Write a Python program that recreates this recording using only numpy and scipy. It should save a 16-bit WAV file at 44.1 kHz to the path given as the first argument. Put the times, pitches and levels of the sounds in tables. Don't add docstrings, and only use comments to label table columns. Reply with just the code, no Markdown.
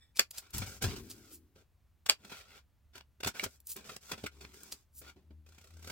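import sys
import numpy as np
from scipy import signal
from scipy.fft import rfft, irfft, next_fast_len
from scipy.io import wavfile
from scipy.ndimage import map_coordinates

SR = 44100
rng = np.random.default_rng(int(sys.argv[2]) if len(sys.argv) > 2 else 0)


def digitize_waveform(pressure):
    field = np.atleast_2d(pressure).T
    bounded = np.clip(field, -1, 1)
    quanta = np.round(bounded * 32767).astype(np.int16)
    wavfile.write(sys.argv[1], SR, quanta)


N = 260799
TIME = np.arange(N) / SR

# time in seconds, mean pitch in Hz.
DRONE_PITCH = [(0, 76.44), (0.498, 70), (1.751, 84), (2.3, 86.94), (2.6, 70.7), (4.751, 69.2),
               (5.452, 77.36), (5.91, 81)]
DRONE_PARTIALS_DB = [2.5, -17, -19, -20.5]
# start in seconds, end in seconds, level in dB.
DRONE_SWELLS = [(4.303, 4.455, -62.5), (5.012, 5.062, -63), (5.35, 5.457, -55.5), (5.79, 5.91, -54)]
DRONE_DB, DRONE_SWELL_S = -73.5, 0.08
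# frequency in Hz, relative density in dB per Hz.
AIR_COLOUR = [(25, -13), (70, 3.5), (170, -15.5), (400, -26.5), (700, -27.5), (1500, -31), (5000, -38.5),
              (10000, -41.5), (16000, -38.5)]
AIR_DB = -69.5

# time in seconds, level in dB.
SQUEAK = [(0.0, -75), (0.03, -65), (0.08, -81.5), (0.12, -82)]
# frequency in Hz, relative level in dB, T60 in seconds.
SQUEAK_MODES = [(1900, -6, 0.023), (2300, -10.5, 0.02), (3532, -2.5, 0.02), (5200, -6, 0.02),
                (7600, -0.5, 0.0061)]
# end of swell in seconds, start of decay in seconds, level in dB.
SING = (0.17, 0.16, -56.5)
# frequency in Hz, relative level in dB, T60 in seconds.
SING_MODES = [(2390, 0, .04)]

# time in seconds, hiss level in dB, decay constant in seconds,
# blade ring above the hiss in dB.
SCRAPES = [(0.174, -57, 0.021, 13.5), (0.311, -42, 0.0028, 1.5), (0.384, -43.5, 0.0089, 1),
           (0.508, -54.5, 0.0033, -6), (.584, -33, 0.0033, -7), (1.101, -41, 0.00071, -2),
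           (1.11, -50.5, 0.013, 4.5), (3.604, -51, 0.0017, -12), (3.671, -38.5, 0.0014, -37),
           (3.766, -36, 0.0018, -26), (4.635, -44, 0.0024, -29), (4.726, -43.5, 0.0062, 3.5)]
# stop in seconds, hiss level in dB, blade ring above the hiss in dB.
OPENINGS = [(1.351, -52, -5.5), (3.721, -41, -9.5), (4.995, -49, -19)]
# frequency in Hz, relative density in dB per Hz.
STEEL_COLOUR = [(2000, -19), (4000, -0.5), (7000, 10.5), (11000, 13.5), (15500, 17), (17000, 2)]
# frequency in Hz, relative density in dB per Hz.
BLADE_COLOUR = [(2150, -16), (2450, -8.5), (2800, -9), (3800, -7.5), (4800, -0.5), (6200, -6.5), (7700, -3),
                (10000, -10)]
SCRAPE_MAX_RISE_S, OPENING_RISE_S, OPENING_FALL_S = 0.012, .036, 0.014

# time in seconds, clack gain in dB, crunch gain in dB,
# crunch rise in seconds, card thump gain in dB, left-over-right pan in dB.
SNIPS = [(0.1946, -8.5, -28.0, 0.003, -41.0, 1.5), (2.0969, -8.8, -27.0, 0.006, -25.5, 0.5)]
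# frequency in Hz, relative level in dB, T60 in seconds.
BLADE_MODES = [(1430, -20.5, .022), (2447, -9, .032), (2940, -18, .016), (4480, -9.5, .012),
               (4660, 1.5, .013), (5050, -6, .016), (6500, -13.5, .022), (7080, -10, .012),
               (7400, -9, .011), (9700, -25, .008), (11500, -19, .007)]
# frequency in Hz, relative level in dB, T60 in seconds.
THUMP_MODES = [(440, -17.5, 0.075), (600, -9, .04), (840, 3, 0.016), (1095, 2.5, 0.016)]
# frequency in Hz, relative density in dB per Hz.
CRACK_COLOUR = [(250, -20.0), (600, -8.5), (1000, -3.5), (1400, -6.5), (1900, -9.5), (2500, 0.0),
                (3400, -4.0), (4700, 1.5), (6000, -6), (7400, 3.5), (9500, -12), (16000, -17.5)]
CRUNCH_BANDS_DB = [-17, 0, -4]

# start in seconds, end in seconds, mid-move body level in dB,
# swell over the move in dB, flexing above the body in dB, hiss above the body in dB.
RUBS = [(0.338, 0.386, -58.5, 6, -21, 3), (0.429, 0.532, -68, -10.5, -7, -5),
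        (0.544, 0.639, -50.5, -8, -3.5, 4.5), (0.67, .775, -56.5, -9, 0, 3.5),
        (0.822, 0.939, -46, -2.5, 1.5, -5), (0.967, 1.001, -55, -9, -1.5, 0.5),
        (1.04, 1.337, -68.5, 0, -2, 3), (1.562, 1.619, -69, -3.5, 4, -4), (2.189, 2.284, -69, 16, 2, -2),
        (2.304, 2.41, -53.5, -3, -14, -5), (2.421, 2.583, -63.5, 10.5, -7.5, -6),
        (2.94, 2.981, -62.5, 6, -10, -8), (3.349, 3.434, -50.5, 6.5, -6, -2.5),
        (3.48, 3.558, -74.5, 1, -4, 8), (3.771, 3.847, -59.5, -14, 2, -3),
        (3.86, 3.95, -57, -1.5, -3.5, -1), (4.016, 4.11, -63.5, 9.5, -6.5, 3.5),
        (4.1, 4.24, -66.5, 9, -12, -1), (4.32, 4.54, -69.5, 0.5, 3, -1.5),
        (4.543, 4.749, -64.5, -0.5, -1, 4), (4.771, 4.829, -78.5, -4, -0.5, 6),
        (5.019, 5.098, -59, 8.5, -5, -5.5)]
RUB_ATTACK_S, RUB_RELEASE_S, GRIP_DB = 0.008, 0.014, 0.6
CRINKLES_PER_S, CRINKLE_DB, CRINKLE_S = 22, 2, .003

# time in seconds, body level in dB,
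# flexing above the body in dB (ahead of FLEX_TRIM_DB), hiss above the body in dB, decay constant in seconds.
SLIPS = [(0.541, -56, -15, 12, .006), (.622, -40.5, 1.5, -18, 0.017), (0.825, -37, -22, 4, 0.015),
         (0.842, -34.5, 8.5, -5, 0.012), (2.065, -37, -14, -2.5, 0.004), (2.251, -51.5, 8, -3, 0.0058),
         (2.322, -44.5, 0, -8, 0.013), (2.957, -50, -2, -4, 0.015), (2.982, -50.5, -8, -4, 0.0014),
         (3.01, -52, -1.5, -12, 0.0017), (3.208, -45.5, 0, -4.5, 0.0033),
         (3.236, -32.5, -4.5, -7.5, 0.0037), (3.249, -31, -5, -6, 0.0027), (3.265, -37.5, 5, -2, 0.0047),
         (3.275, -30, -1, -0.5, 0.0099), (3.435, -44.5, 13.5, -15, 0.0082), (3.44, -33, -30, 1, 0.0087),
         (3.465, -46, 15, -25, 0.0034), (3.763, -57, 8, 0, 0.0043), (3.896, -44, -0.5, -7, 0.0087),
         (3.967, -42.5, 4.5, 2.5, 0.00067), (4.119, -34.5, -3, -4.5, 0.0074), (4.133, -45, 9.5, -9, 0.011),
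         (4.181, -52, 7, -6, 0.019), (4.241, -41.5, 11.5, -7, 0.0089), (4.266, -38, -19, -4, 0.0051),
         (4.412, -53.5, 4, -1.5, 0.033), (4.452, -45, -2, -23, 0.001), (5.019, -58, 12.5, -1, 0.01),
         (5.164, -71, 19.5, -7.5, 0.04), (5.309, -70.5, 22, -12, 0.014)]
SLIP_RISE_S, FLEX_TRIM_DB = 0.0039, -4.0
PUFF_DB, PUFF_RISE_S, PUFF_FALL_S = -20.5, .012, 0.01

# time in seconds, level in dB.
WAFTS = [(0.55, -43.5), (.58, -39.5), (.845, -33.5)]
# frequency in Hz, relative density in dB per Hz.
WAFT_COLOUR = [(25, -9), (60, 8), (100, 12), (160, -0.5), (260, -4.5), (500, -41.5)]
# time in seconds, level in dB.
RUMBLE = [(0.85, -66), (1.0, -50), (1.1, -58.5), (1.35, -65), (1.6, -82.5)]
# frequency in Hz, relative density in dB per Hz.
RUMBLE_COLOUR = [(150, -13), (240, 1.5), (300, 2.5), (400, -2.5), (600, -29)]
WAFT_RISE_S, WAFT_FALL_S, WAKE_DB, WAKE_S = 0.012, 0.041, -14, 0.15

# frequency in Hz, relative level in dB, T60 in seconds.
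TAP_MODES = [(2320, -35, 0.011), (2260, 3, 0.027), (2820, -2, 0.016), (3830, -0.5, 0.0049)]
TAP_S, TAP_DB = 3.3965, -27

# time in seconds, bites per second, level in dB.
SLICE = [(5.463, 34.7, -62), (5.655, 31, -59), (5.77, 31, -61.5), (5.80, 43, -59.5), (5.91, 34.4, -39.5)]
BITE_BANDS_DB = [-5.5, -3.5, -4]
BITE_RISE_S, BITE_FALL_S, BITE_DRAG_DB = .003, .005, -10
BITE_SCATTER_DB, BITE_SCATTER_S = 1.8, .002

# frequency in Hz, relative density in dB per Hz.
CARD_COLOUR = [(120, 3.5), (400, 6.5), (680, -7.5), (1000, -14.5), (1800, -19), (3000, -13), (5000, -15),
               (7500, -23.5), (10000, -28), (16000, -27.5)]
# frequency in Hz, width in Hz, nominal boost in dB.
CARD_MODES = [(215, 17, 3.5), (406, 110, 6.5), (1043, 120, 4), (1435, 190, 13.5), (2310, 410, 8.5),
              (3470, 350, 3.5), (4620, 1400, 2.5), (7750, 900, 4.5)]
SHEET_SPREAD_DB = [-12, -3, 3]
SHEET_ECHO_S, SHEET_SWAY_S, SHEET_ECHO_DB = .0013, .00025, -5
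TABLE_ECHO_S = (.00066, .00043)
TABLE_ECHO_DB = -9
ROOM_T60_S, TREBLE_T60_S, ROOM_DB = 0.098, .075, -10.5
RIGHT_LAG_S, BLADE_LAG_S = .00007, .00009
CUTOFF_HZ = 16300


def from_db(db):
    return 10 ** (np.asarray(db) / 20)


def rms_one(x):
    return x / np.sqrt(np.mean(x ** 2) + 1e-20)


def level(rows, column):
    s, db = np.array(rows)[:, 0], np.array(rows)[:, column]
    gate = np.interp(TIME, [s[0] - .005, s[0] + .005, s[-1] - .005, s[-1] + .005], [0, 1, 1, 0])
    return gate * from_db(np.interp(TIME, s, db))


def coloured(x, spectrum):
    hz, db = np.transpose(spectrum)
    size = next_fast_len(N, real=True)
    bins_hz = np.maximum(np.arange(size // 2 + 1) * SR / size, 1)
    gain = from_db(np.interp(np.log(bins_hz), np.log(hz), db))
    return rms_one(irfft(rfft(x, size) * gain, size)[..., :N])


def drift(per_s):
    return coloured(rng.standard_normal(N), [(per_s, 0), (10 * per_s, -60), (100 * per_s, -120)])


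def burst(s, rise_s, fall_s):
    envelope = np.zeros(N)
    near = slice(max(round((s - .05) * SR), 0), round((s + .2) * SR))
    t = TIME[near] - s
    envelope[near] = np.exp(-np.where(t < 0, (t / rise_s) ** 2, t / fall_s))
    return envelope


def stroke(start, end, attack_s, release_s):
    before = (np.maximum(start - TIME, 0) / attack_s) ** 2
    after = np.maximum(TIME - end, 0) / release_s
    return np.exp(-np.minimum(before + after, 40))


def ring(x, modes):
    out = 0
    for hz, db, t60_s in modes:
        r, w = from_db(-60 / (t60_s * SR)), 2 * np.pi * hz / SR
        out = out + from_db(db) * signal.lfilter([.5, 0, -.5], [1, -2 * r * np.cos(w), r * r], x + 1e-18)
    return out


def fibres(per_s, spread_db, smooth):
    sizes = from_db(spread_db * np.minimum(rng.exponential(1, N), 4))
    clicks = (rng.random(N) < per_s / SR) * sizes * rng.choice([-1, 1], N)
    return rms_one(rms_one(clicks) + smooth * rng.standard_normal(N))


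def card_bands(friction):
    x = coloured(friction, CARD_COLOUR)
    for hz, width_hz, boost_db in CARD_MODES:
        reach = from_db(3.0 * drift(25) - 1)
        resonance = signal.lfilter(*signal.iirpeak(hz, hz / width_hz, fs=SR), x)
        x = x + reach * (from_db(boost_db) - 1) * resonance
    bent_time = np.cumsum(1 + .025 * drift(4.0))
    x = map_coordinates(x, [bent_time], order=3, mode="mirror")
    bands_hz = [(130, 800), (800, 6000), (6000, 16500)]
    filters = [signal.butter(3, band, "band", fs=SR, output="sos") for band in bands_hz]
    return [rms_one(signal.sosfilt(sos, x)) for sos in filters]


def microphones(x, pan_db=0.0, lag_s=RIGHT_LAG_S):
    return np.array([x, np.roll(x, round(lag_s * SR))]) * from_db([[pan_db / 2], [-pan_db / 2]])


def sheet(friction, envelopes):
    out = 0
    for band, envelope, spread_db in zip(card_bands(friction), envelopes, SHEET_SPREAD_DB):
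        own = np.array([np.roll(band, SR), np.roll(band, 2 * SR)])
        out = out + envelope * rms_one(microphones(band) + from_db(spread_db) * own)
    return out


def background():
    s, hz = np.transpose(DRONE_PITCH)
    pitch_hz = np.interp(TIME, s, hz) * (1 + .025 * drift(12))
    phase = 2 * np.pi * np.cumsum(pitch_hz) / SR
    strength = from_db(DRONE_DB)
    for start, end, db in DRONE_SWELLS:
        strength = strength + from_db(db) * stroke(start, end, DRONE_SWELL_S, DRONE_SWELL_S)
    partials = sum(from_db(db) * np.sin(k * phase) for k, db in enumerate(DRONE_PARTIALS_DB, 1))
    drone = strength * partials * from_db(1.5 * drift(8))
    air = coloured(rng.standard_normal(N) + .5 * rng.standard_normal((2, N)), AIR_COLOUR)
    return microphones(drone, pan_db=2.6) + from_db(AIR_DB) * air


def squeak():
    start, end, db = SING
    friction = fibres(2000, 2.0, 0.85)
    sing = from_db(db) * stroke(start, end, 0.014, .008) * rms_one(ring(friction, SING_MODES))
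    return microphones(level(SQUEAK, 1) * rms_one(ring(friction, SQUEAK_MODES)) + sing)


def scrapes():
    hiss = coloured(fibres(7900, 7.3, 1.0), STEEL_COLOUR)
    blades = coloured(fibres(3500, 5.9, 0.51), BLADE_COLOUR)
    moves = [(burst(s, min(fall_s, SCRAPE_MAX_RISE_S), fall_s), db, ring_db)
             for s, db, fall_s, ring_db in SCRAPES]
    moves += [(stroke(s, s, OPENING_RISE_S, OPENING_FALL_S), db, ring_db) for s, db, ring_db in OPENINGS]
    out = sum(from_db(db) * envelope * (hiss + from_db(ring_db) * blades) for envelope, db, ring_db in moves)
    return microphones(out, pan_db=0, lag_s=-.00003)


def snips():
    crunch_bands = card_bands(fibres(5000, 3.0, .4))
    crunch = sum(from_db(db) * band for db, band in zip(CRUNCH_BANDS_DB, crunch_bands))
    crack = coloured(rng.standard_normal(N), CRACK_COLOUR)
    no_bass = signal.butter(2, 350, "high", fs=SR, output="sos")
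    out = 0
    for s, clack_db, crunch_db, crunch_rise_s, thump_db, pan_db in SNIPS:
        hit = np.zeros(N)
        hit[round(s * SR)] = 1
        steel = from_db(-8) * ring(hit, BLADE_MODES)
        snap = from_db(-1) * crack * burst(s + .0003, .0003, .0012)
        clack = from_db(clack_db) * signal.sosfilt(no_bass, steel + snap)
        cut = from_db(crunch_db) * crunch * burst(s, crunch_rise_s, .011)
        thump = from_db(thump_db) * ring(hit, THUMP_MODES)
        out = out + microphones(clack + cut + thump, pan_db, BLADE_LAG_S)
    return out


def rubbing():
    flex = body = hiss = 0
    for start, end, db, swell_db, flex_db, hiss_db in RUBS:
        progress = np.clip((TIME - start) / (end - start), 0, 1)
        move = from_db(db + swell_db * (progress - .5)) * stroke(start, end, RUB_ATTACK_S, RUB_RELEASE_S)
        flex = flex + from_db(flex_db) * move
        body = body + move
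        hiss = hiss + from_db(hiss_db) * move
    catches = (rng.random(N) < CRINKLES_PER_S / SR) * rng.random(N)
    decay = np.exp(-1 / (CRINKLE_S * SR))
    crinkle = from_db(CRINKLE_DB) * signal.lfilter([1], [1, -decay], catches + 1e-18)
    grip = from_db(GRIP_DB * drift(54))
    return sheet(fibres(3000, 5.4, 0.8), [flex, body, hiss]) * (grip + crinkle)


def slips():
    flex = body = hiss = puff = 0
    for s, db, flex_db, hiss_db, fall_s in SLIPS:
        flurry = from_db(db) * burst(s, SLIP_RISE_S, fall_s)
        flex = flex + from_db(flex_db + FLEX_TRIM_DB) * flurry
        body = body + flurry
        hiss = hiss + from_db(hiss_db) * flurry
        puff = puff + from_db(db + flex_db + PUFF_DB) * burst(s, PUFF_RISE_S, PUFF_FALL_S)
    air = microphones(puff * coloured(rng.standard_normal(N), WAFT_COLOUR))
    return sheet(fibres(4700, 3.32, 1.0), [flex, body, hiss]) + air


def waft():
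    speed = 0
    for s, db in WAFTS:
        wake = from_db(WAKE_DB) * stroke(s, s, WAFT_RISE_S, WAKE_S)
        speed = speed + from_db(db) * (stroke(s, s, WAFT_RISE_S, WAFT_FALL_S) + wake)
    gust = speed * coloured(rng.standard_normal(N), WAFT_COLOUR)
    eddies = speed * coloured(rng.standard_normal((2, N)), WAFT_COLOUR)
    rumble = level(RUMBLE, 1) * coloured(rng.standard_normal(N), RUMBLE_COLOUR)
    return microphones(gust + rumble, pan_db=3.6) + from_db(-13.5) * eddies


def scrap():
    tap = np.zeros(N)
    tap[round(TAP_S * SR)] = from_db(TAP_DB)
    return microphones(ring(tap, TAP_MODES), pan_db=-3.5, lag_s=.00006)


def slicing():
    s, per_s, _ = np.transpose(SLICE)
    count = np.cumsum(np.interp(TIME, s, per_s, left=0)) / SR
    times = TIME[1:][np.diff(np.ceil(count)) > 0]
    bites = 0
    for t in times:
        harder, later = rng.standard_normal(2)
        bite = burst(t + BITE_SCATTER_S * later, BITE_RISE_S, BITE_FALL_S)
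        bites = bites + from_db(BITE_SCATTER_DB * harder) * bite
    force = level(SLICE, 2) * (bites + from_db(BITE_DRAG_DB))
    return sheet(fibres(4500, 2.3, 0.94), [from_db(db) * force for db in BITE_BANDS_DB])


def off_table(x):
    echoes = [np.roll(port, round(s * SR)) for port, s in zip(x, TABLE_ECHO_S)]
    return x + from_db(TABLE_ECHO_DB) * np.array(echoes)


def over_table(x):
    echoes = []
    for port in x:
        delay_s = SHEET_ECHO_S + SHEET_SWAY_S * drift(3)
        echoes.append(map_coordinates(port, [(TIME - delay_s) * SR], order=3))
    gain = from_db(SHEET_ECHO_DB)
    return (x + gain * np.array(echoes)) / np.sqrt(1 + gain ** 2)


def room(x):
    t = np.arange(SR // 4) / SR
    noise = rng.standard_normal((2, len(t)))
    bass = signal.butter(2, 350, fs=SR, output="sos")
    noise[1] += signal.sosfiltfilt(bass, noise[0] - noise[1])
    dull = signal.sosfiltfilt(signal.butter(1, 5500, fs=SR, output="sos"), noise)
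    tail = dull * from_db(-60 * t / ROOM_T60_S) + (noise - dull) * from_db(-60 * t / TREBLE_T60_S)
    tail = tail * np.clip(t / .002 - 1, 0, 1)
    tail = tail / np.sqrt(np.sum(tail ** 2) / 2)
    return signal.fftconvolve(x, tail, axes=1)[:, :N]


def scene():
    card = over_table(rubbing() + slips() + slicing())
    hands = squeak() + scrapes() + off_table(snips()) + scrap() + card
    return background() + hands + from_db(ROOM_DB) * room(hands) + waft()


def record(dry):
    return signal.sosfilt(signal.ellip(10, .1, 80, CUTOFF_HZ, fs=SR, output="sos"), dry)


dry = scene()
out = record(dry)
digitize_waveform(out)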